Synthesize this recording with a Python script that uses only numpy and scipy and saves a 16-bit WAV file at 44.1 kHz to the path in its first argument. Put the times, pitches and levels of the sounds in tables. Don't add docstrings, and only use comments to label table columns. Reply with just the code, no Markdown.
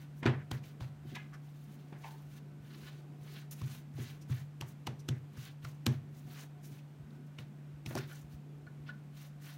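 import sys
import numpy as np
from scipy import signal
from scipy.fft import rfft, irfft, next_fast_len
from scipy.io import wavfile
from scipy.ndimage import uniform_filter1d

SR = 44100
rng = np.random.default_rng(int(sys.argv[2]) if len(sys.argv) > 2 else 0)


def to_linear_factor(level_db):
    exponent = np.asarray(level_db, float) / 20
    return 10 ** exponent


def dump(signal):
    limited = np.clip(np.atleast_2d(signal).T, -1, 1)
    pcm = np.round(limited * 32767).astype(np.int16)
    wavfile.write(sys.argv[1], SR, pcm)


N = 422037
T = np.arange(N) / SR

# time in seconds, just before the burst peaks, pocket level in dB, pocket pitch in Hz,
# treble in dB over the pocket, contact in ms from the palm landing to the peak of the burst.
SLAPS = [(.229, -39, 1860, -30, 1.3), (.231, -37, 955, -45, 2.5), (.244, -47, 1010, -40, 3),
         (.256, -32, 600, -28, 1.13), (.262, -24, 1510, -26, 1.44), (.272, -33, 1930, -30, 3),
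         (0.513, -36, 940, -4, 3.3), (.514, -36.5, 3400, -13, 3), (.636, -53, 2400, -6, 10.7),
         (0.806, -44.5, 780, -21, 2.2), (.808, -49, 3140, -13, 2.5), (.822, -51, 1050, -14, 4),
         (1.152, -44, 3450, -1, 9), (1.16, -44, 874, -16, 10.8), (1.335, -51.5, 1490, -7, 16),
         (1.927, -49, 900, -28, 3.1), (2.036, -46.5, 2230, -22, 13), (2.062, -51, 1990, -18, 10.5),
         (3.514, -55, 3000, 0, 1.5), (3.522, -52.5, 3000, -1, 9.3), (3.616, -44.5, 1150, -5, 2.25),
         (3.939, -73, 4000, 11, 3.3), (3.98, -50, 700, -18, 8), (4.215, -62.5, 2730, 9.5, 14),
         (4.298, -50.5, 1410, -15, 2.47), (4.323, -47, 1990, -11, 4), (4.611, -34, 2680, -1, 2),
         (4.62, -41, 955, -20.5, 3.4), (4.869, -36, 2720, 0, 2.9), (4.873, -34, 910, -15.5, 2.8),
         (4.995, -66, 4000, 13.5, 12), (5.087, -36.5, 1470, 0, 2.5), (5.088, -34, 3150, -5.5, 2.5),
         (5.37, -53.5, 1480, -2, 11), (5.648, -40.5, 1220, -13, 4.6), (5.865, -24.5, 3240, 0, 1.74),
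         (5.867, -32.5, 1060, -19.5, 2.45), (6.097, -69, 1435, -19, 1.5), (6.786, -57, 2700, -16, 11),
         (7.106, -63, 4000, -8, 1.1), (7.386, -41.5, 2610, -20, 3), (7.861, -38.5, 2780, -2.5, 2.8),
         (7.865, -57, 5450, -12, 8), (7.908, -43, 600, -30, 3.2), (7.953, -35, 640, 0, 1.4),
         (7.963, -36, 600, -17, 3), (7.973, -37, 990, -6, 2.5), (7.978, -44, 1890, 5, 4),
         (7.986, -42.5, 2630, -1, 5)]
LEAD_S = 0.0065
POCKET_WIDTH, POCKET_ROOM_WIDTH = 0.35, 0.43
POCKET_ROOM_DB = -10.5
SMACK_LOSS_DB_PER_MS = 0.35
DULL_TREBLE_DB, BRIGHT_TREBLE_DB = -24, -18
DULL_ROOM_DB, BRIGHT_ROOM_DB = -2.5, -9.5
DULL_SMACK_WIDTH_HZ, BRIGHT_SMACK_WIDTH_HZ = 2200, 4400

# start in seconds, boom in dB, upper modes in dB over the boom,
# deepest mode in dB over the boom.
THUMPS = [(0.227, -50, 22, -13), (0.257, -22, 11.5, -18), (0.512, -32.5, 4, -6), (0.805, -34.5, -7, -3),
          (1.048, -45, 1, -35), (1.121, -49.5, 11.5, -22), (1.924, -50, 15.5, -22), (2.592, -51, 3, 0),
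          (2.823, -61.5, 18, 13), (3.199, -52, -3, -25), (3.613, -31.5, -7.5, -16), (3.937, -40, -11, -22),
          (3.986, -35, 4, -17), (4.294, -27, -10.5, -27), (4.608, -39, 5.5, -6), (4.869, -36, 4.5, -42),
          (5.086, -27.5, -0.5, -24), (5.368, -39.5, -8, -9), (5.632, -40, -10, -13),
          (5.864, -23.5, 1.5, -27), (6.108, -54.5, 6, -20), (6.237, -49.5, -1, -31), (6.703, -49, -19, -29),
          (6.983, -48, -7, -15), (7.019, -61, -5, 17), (7.384, -43.5, -1.5, -25), (7.732, -66, -3, 20),
          (7.859, -38, 5, -2), (7.907, -50, 17, -29), (7.952, -36.5, 10.5, -4), (8.23, -56, -9, 10),
          (8.333, -58, -9, 17.5), (8.655, -52, -1, -17), (8.79, -62, 15, 15)]
# pitch in Hz, relative level in dB, t60 in seconds, starting sign.
BOOM_MODES = [(98.8, -10, 0.52, 1), (121, 3, 0.036, 1), (120.5, 4, 0.16, 1), (129.7, 3, 0.34, -1)]
# pitch in Hz, relative level in dB,
# t60 in seconds, starting sign.
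UPPER_MODES = [(198.3, -2.5, 1, 1), (229, 3.5, 0.19, -1), (252, 6.5, 0.036, 1), (278, -0.5, 0.058, 1),
               (275, -2.5, 0.032, -1), (326, 4, 0.024, 1), (358, 15.5, 0.027, 1), (385, 8.5, 0.066, -1),
               (411, 4, 0.041, 1), (519, 2.5, 0.07, -1), (600, 1.5, 0.077, 1)]
# pitch in Hz, relative level in dB, t60 in seconds, starting sign.
DEEP_MODES = [(68.5, 0, 0.071, 1)]
# pitch in Hz, relative level in dB, t60 in seconds, starting sign.
CUPBOARD_MODES = [(139.7, 0, .48, -1)]
CUPBOARD_DELAY_S, CUPBOARD_DB = 0.0014, -8
BOOM_DELAY_S = 0.0058
PUSH_MS = 2.19
HAND_DAMPING_PER_S = 10
TRAY_HZ, TRAY_WIDTH_HZ, TRAY_T60_S, TRAY_DB = 1740, 800, 0.36, -27

# start in seconds, length in seconds, share of the length until fastest (0-1),
# body level in dB, treble level in dB, both at the fastest point before they flicker.
STROKES = [(-.03, 0.11, 0.5, -70, -71.5), (0.128, 0.11, 0.46, -81, -74), (0.522, 0.1, 0.1, -64, -66),
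           (0.606, 0.15, 0.37, -69, -68), (0.797, 0.13, 0.08, -65, -70.5), (1.006, 0.37, 0.28, -69, -74),
           (1.397, 0.73, 0.09, -79, -77), (1.648, 0.12, 0.9, -82, -77), (1.782, 0.18, 0, -77.5, -82),
           (1.942, 0.36, 0.35, -67, -68), (2.207, 0.19, 0.93, -71.5, -69.5),
           (2.55, 0.37, 0.9, -62.5, -66.5), (2.889, 0.19, 0.21, -69.5, -76),
           (3.16, 0.33, 0.54, -62.5, -65.5), (3.508, 0.045, 0.12, -67, -51.5),
           (3.513, 0.15, 0.4, -68, -64.5), (3.582, 0.27, 0.47, -61, -60.5), (3.925, 0.29, 0.37, -61, -61.5),
           (4.267, 0.23, 0.23, -64, -64), (4.623, 0.12, 0.68, -70.5, -65.5), (5.11, 0.08, 1, -78, -78),
           (5.286, 0.28, 0.54, -62.5, -66), (5.61, 0.2, 0.14, -69, -67.5), (5.876, 0.13, 0.4, -67, -73),
           (6.1, 0.19, 0.33, -75.5, -70), (6.212, 0.28, 0.65, -61.5, -61.5),
           (6.615, 0.14, 0.27, -70.5, -65), (6.661, 0.16, 0.7, -69, -70.5), (7.08, 0.12, .6, -82, -79),
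           (7.255, 0.031, .5, -90, -79), (7.385, 0.083, 0, -64.5, -70), (7.859, 0.15, 0, -62.5, -62),
           (7.961, 0.14, 0.1, -56.5, -64.5), (8.059, 0.23, 0.19, -64.5, -63.5),
           (8.282, 0.11, 0.36, -75.5, -73), (8.839, 0.079, 0.77, -62.5, -83),
           (9.107, 0.22, 0.5, -65.5, -65), (9.368, 0.24, 0.55, -63, -62)]
# frequency in Hz, relative density in dB per Hz.
SLIDE_BODY = [(300, -23), (700, -7.5), (1500, 0), (2500, 0), (4000, -1.5), (6000, -12), (9000, -47)]
# frequency in Hz, relative density in dB per Hz.
SLIDE_TREBLE = [(3000, -33), (6000, -5.5), (8000, -12.5), (10300, -7.5), (12000, -11.5), (15500, -7.5)]
PATCH_HZ = [700, 1100, 1750, 2800, 4400, 7000, 11000, 15500]
BODY_POWER, TREBLE_POWER = 2.18, 1.87

# start in seconds, length in ms, level in dB, slips per second, loudest near Hz.
SQUEAKS = [(1.146, 42, -51, 420, 2030), (1.181, 50, -60, 422, 1960), (1.222, 34, -67, 424, 2080),
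           (1.253, 22, -67, 400, 1540), (1.321, 48, -63, 390, 1440), (2.038, 31, -48, 920, 940),
           (2.04, 32, -57, 1045, 1050), (2.073, 32, -57, 930, 930), (2.142, 36, -66, 925, 930),
           (2.19, 40, -69, 950, 950)]
SQUEAK_GLIDE, SQUEAK_JITTER = 0.014, 0.025
SQUEAK_FALL_DB = 20
SQUEAK_ROUGH, SQUEAK_ROUGH_HZ = 0.7, 120

# start in seconds, level in dB.
KNOCKS = [(7.954, -66), (7.976, -43), (8.097, -50), (8.113, -48), (8.128, -54), (8.143, -65), (8.165, -68),
          (8.666, -50), (8.881, -56), (8.89, -39.5), (8.9, -62)]
# pitch in Hz, relative level in dB, t60 in seconds, starting sign.
SCRAPER_MODES = [(700, 1, 0.0089, 1), (1150, -10, 0.029, 1), (1450, 8, 0.025, 1), (1720, 3, 0.041, -1),
                 (2320, -5, 0.051, 1), (3000, -11, 0.016, -1), (4300, -10, 0.013, 1)]

# centre in Hz, t60 in seconds, relative level in dB.
ECHO = [(478, 0.31, 5.5), (1410, 0.077, -5.5), (3400, 0.22, -7), (9000, 0.16, -15)]

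# pitch in Hz, level in dB rms, waver in dB.
HUM = [(146.11, -50, .9), (292.2, -76, 2)]
# time in seconds, level in dB rms.
WHINE_SWELL = [ [(0.0, -83), (0.16, -83), (0.37, -76), (1.73, -77), (2.11, -70), (2.64, -87), (3.14, -73),
               (3.3, -82), (5.68, -85), (6.34, -78), (6.45, -71), (6.85, -80), (9.41, -79), (9.57, -83)],
               ][0]
WHINE_HZ, WHINE_WIDTH_HZ = 722., 18.
BLUR_HZ, BLUR_WIDTH_HZ, BLUR_DB = 1500., 90., -82
# frequency in Hz, relative density in dB per Hz.
ROOM_TONE = [(20, -28), (45, -4), (90, -9), (130, -2), (170, -0.5), (200, 0.5), (270, -3.5), (476, -14.5),
             (1130, -22), (1520, -24.5), (2500, -27), (4870, -35.5), (10300, -39), (12000, -39),
             (16000, -44)]
ROOM_TONE_DB = -58

MIC_LOW_HZ, MIC_TOP_HZ = 60, 15850
MIC_DIP_HZ, MIC_DIP_WIDTH_HZ, MIC_DIP_SHARE = 10430, 840, 0.62


def band(x, hz, width, order=1):
    lo = np.sqrt(hz ** 2 + width ** 2 / 4) - width / 2
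    edges = [lo, min(lo + width, .49 * SR)]
    return signal.sosfilt(signal.butter(order, edges, "band", fs=SR, output="sos"), x)


def colour(x, spectrum):
    hz, db = np.transpose(spectrum)
    size = next_fast_len(len(x))
    f = np.arange(size // 2 + 1) * SR / size + 1
    gain = to_linear_factor(np.interp(np.log(f), np.log(hz), db))
    y = irfft(rfft(x, size) * gain, size)[:len(x)]
    return y / np.std(y)


def walk(rate):
    k = int(SR / rate)
    held = np.repeat(rng.standard_normal(N // k + 1), k)
    return 1.3 * uniform_filter1d(uniform_filter1d(held, k), k)[:N]


def add(out, sound, s):
    i = int(s * SR)
    out[i:i + len(sound)] += sound[:len(out) - i]


def decay(t, t60):
    return np.exp(-np.log(1000) * t / t60)


def ring(modes, spread_db, chance):
    t = T[:SR // 2]
    y = 0
    for (hz, db, t60, sign), c in zip(modes, chance):
        y = y + np.sign(sign) * to_linear_factor(db + spread_db * c) * decay(t, t60) * np.sin(2 * np.pi * hz * t)
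    return y / np.abs(y).max()


def slaps():
    near, far, t = np.zeros(N), np.zeros(N), T[:SR // 8]
    click = 1. * (np.arange(len(t)) == int(LEAD_S * SR))
    treble_ends = [DULL_TREBLE_DB, BRIGHT_TREBLE_DB]
    for s, db, hz, treble_db, ms in SLAPS:
        contact = ms / 1000
        x = np.clip(t - LEAD_S, 0, 1) / contact
        palm = (x * np.exp(1 - x)) ** 3
        fingertips = to_linear_factor(-17.5) * (t / LEAD_S * np.exp(1 - t / LEAD_S)) ** 2
        burst = palm + fingertips
        width_hz = np.interp(treble_db, treble_ends, [DULL_SMACK_WIDTH_HZ, BRIGHT_SMACK_WIDTH_HZ])
        room_db = np.interp(treble_db, treble_ends, [DULL_ROOM_DB, BRIGHT_ROOM_DB])

        def pocket(v):
            return band(v, hz, POCKET_WIDTH * hz, order=2)

        def pocket_in_room(v):
            return band(v, hz, POCKET_ROOM_WIDTH * hz)

        def smack(v):
            return band(v, 1230.0, width_hz, order=2)

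        def treble(v):
            return band(v, 5720.0, 850.0) + 0.3 * band(v, 7200.0, 9300.0, order=2)

        smack_db = max(-0.5 - SMACK_LOSS_DB_PER_MS * ms, -16.)
        layers = [(pocket, pocket_in_room, 0, to_linear_factor(POCKET_ROOM_DB)),
                  (smack, smack, smack_db, 1),
                  (treble, treble, treble_db, 1)]
        start = s - LEAD_S - .6 * contact
        sent = 0
        for shape, room_shape, gain_db, share in layers:
            part = shape(rng.standard_normal(len(t)) * burst)
            part = to_linear_factor(db + gain_db) * part / np.abs(part).max()
            add(near, part, start)
            even = room_shape(click)
            sent = sent + share * even * np.std(part) / np.std(even)
        add(far, echo(to_linear_factor(room_db) * sent), start + contact)
    return near, far


def counter():
    boom, upper = np.zeros((2, N))
    push = np.sin(np.linspace(0, np.pi, int(PUSH_MS * SR / 1000)))
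    push = push / push.sum()
    top, deep, cupboard = (ring(modes, 0., np.zeros(len(modes)))
                           for modes in (BOOM_MODES, DEEP_MODES, CUPBOARD_MODES))
    add(top, to_linear_factor(CUPBOARD_DB) * cupboard, CUPBOARD_DELAY_S)
    damping = np.exp(-HAND_DAMPING_PER_S * T[:SR // 2])
    for s, db, upper_db, deep_db in THUMPS:
        low = top + to_linear_factor(deep_db) * deep
        add(boom, to_linear_factor(db) * signal.fftconvolve(low, push), s + BOOM_DELAY_S)
        high = ring(UPPER_MODES, 4.0, rng.standard_normal(len(UPPER_MODES))) * damping
        add(upper, to_linear_factor(db + upper_db) * signal.fftconvolve(high, push), s)
    return boom, upper


def tray():
    shake, t = np.zeros(N), T[:SR // 2]
    fade = decay(t, TRAY_T60_S) * np.clip(t / 0.0097, 0, 1)
    for s, db, upper_db, _ in THUMPS:
        add(shake, to_linear_factor(db + upper_db + TRAY_DB) * fade, s)
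    buzz = band(rng.standard_normal(N), TRAY_HZ, TRAY_WIDTH_HZ, order=2) * to_linear_factor(5.9 * walk(45))
    return shake * buzz / np.std(buzz)


def slide():
    body, treble = np.zeros((2, N))
    for s, length, share, db, treble_db in STROKES:
        fastest = s + np.clip(share, .05, .95) * length
        during = slice(max(int(s * SR), 0), int((s + length) * SR))
        angle = np.interp(T[during], [s, fastest, s + length], [0, np.pi / 2, np.pi])
        speed = np.sin(angle).clip(0)
        body[during] += to_linear_factor(db) * speed ** BODY_POWER
        treble[during] += to_linear_factor(treble_db) * speed ** TREBLE_POWER
    jerk = to_linear_factor(0.91 * walk(35))
    out = 0
    for gain, spectrum, patches in ((body, SLIDE_BODY, PATCH_HZ[:5]), (treble, SLIDE_TREBLE, PATCH_HZ[3:])):
        sizes_db = 2.4 * rng.exponential(size=N) + 1.55 * walk(150)
        grains = colour(rng.standard_normal(N) * to_linear_factor(sizes_db), spectrum)
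        for hz in patches:
            flicker = to_linear_factor(1.75 * walk(30) + 2.43 * walk(90))
            out = out + gain * jerk * flicker * band(grains, hz, 0.47 * hz)
    return out


def squeaks():
    out, wobble = np.zeros(N), SQUEAK_JITTER * walk(90)
    lowpass = signal.butter(2, SQUEAK_ROUGH_HZ, fs=SR, output="sos")
    slow = signal.sosfilt(lowpass, rng.standard_normal((2, N)))
    flutter = 1 + SQUEAK_ROUGH * (slow[0] + 1j * slow[1]) / np.std(slow)
    for s, ms, db, hz, loudest_hz in SQUEAKS:
        x = np.linspace(0, 1, int(ms * SR / 1000))
        pitch = hz * (1 + SQUEAK_GLIDE * (x - .5) + wobble[int(s * SR):][:len(x)])
        phase = 2 * np.pi * np.cumsum(pitch) / SR
        stack = 0
        for k in range(1, 10):
            level = to_linear_factor(-SQUEAK_FALL_DB * np.log2(k * hz / loudest_hz) ** 2)
            own_flutter = flutter[int((s + k / 2) * SR):][:len(x)]
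            stack = stack + level * np.imag(np.exp(1j * k * phase) * own_flutter)
        add(out, to_linear_factor(db) * stack * np.sin(np.pi * x ** 0.68), s)
    return out


def scraper():
    out, t = np.zeros(N), T[:SR // 16]
    for s, db in KNOCKS:
        chance = rng.standard_normal(len(t))
        tap = chance * np.exp(-t / 0.0067)
        knock = signal.fftconvolve(ring(SCRAPER_MODES, 2.5, chance), tap)
        knock = knock[:len(t)] / np.abs(knock).max()
        grit = band(tap, 1800.0, 3300.)
        grit = grit / np.abs(grit).max()
        add(out, to_linear_factor(db) * (knock + to_linear_factor(-16) * grit), s)
    return out


def echo(x):
    t = T[:SR // 3]
    tail = 0
    for hz, t60, db in ECHO:
        part = band(rng.standard_normal(len(t)), hz, hz) * decay(t, t60) * np.clip(t / 0.003, 0, 1)
        tail = tail + to_linear_factor(db) * part / np.sqrt(np.sum(part ** 2) * SR / (2 * hz))
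    return to_linear_factor(8.5) * signal.fftconvolve(x, tail)[:N]


def refrigerator():
    out = 0
    for hz, db, waver_db in HUM:
        out = out + np.sqrt(2) * to_linear_factor(db + waver_db * walk(8)) * np.sin(2 * np.pi * hz * T)
    swell_db = np.interp(T, *np.transpose(WHINE_SWELL))
    for hz, width, db in ((WHINE_HZ, WHINE_WIDTH_HZ, swell_db), (BLUR_HZ, BLUR_WIDTH_HZ, BLUR_DB)):
        tone = band(rng.standard_normal(N), hz, width)
        out = out + to_linear_factor(db + 3 * walk(5)) * tone / np.std(tone)
    return out


def room_tone():
    rush = colour(rng.standard_normal(N), ROOM_TONE)
    for hz in (65., 220., 400.):
        rush = rush + (to_linear_factor(3.3 * walk(9)) - 1) * band(rush, hz, 0.3 * hz)
    return to_linear_factor(ROOM_TONE_DB + 0.35 * walk(6.3)) * rush


def scene():
    near, far = slaps()
    boom, upper = counter()
    flour, skin, blade = slide(), squeaks(), scraper()
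    room = far + echo(to_linear_factor(-11.0) * upper + to_linear_factor(-10.0) * (flour + blade) + to_linear_factor(-10.5) * skin)
    close = near + boom + upper + tray() + flour + skin + blade
    return (close + room + refrigerator() + room_tone())[None]


def roll_off(x):
    return signal.sosfilt(signal.butter(12, 16430, fs=SR, output="sos"), x)


def record(dry):
    heard = signal.sosfilt(signal.butter(3, MIC_LOW_HZ, "high", fs=SR, output="sos"), dry)
    heard = heard - MIC_DIP_SHARE * band(heard, MIC_DIP_HZ, MIC_DIP_WIDTH_HZ)
    heard = signal.sosfilt(signal.ellip(8, .2, 30, MIC_TOP_HZ, fs=SR, output="sos"), heard)
    return roll_off(heard)


dry = scene()
out = record(dry)
dump(out)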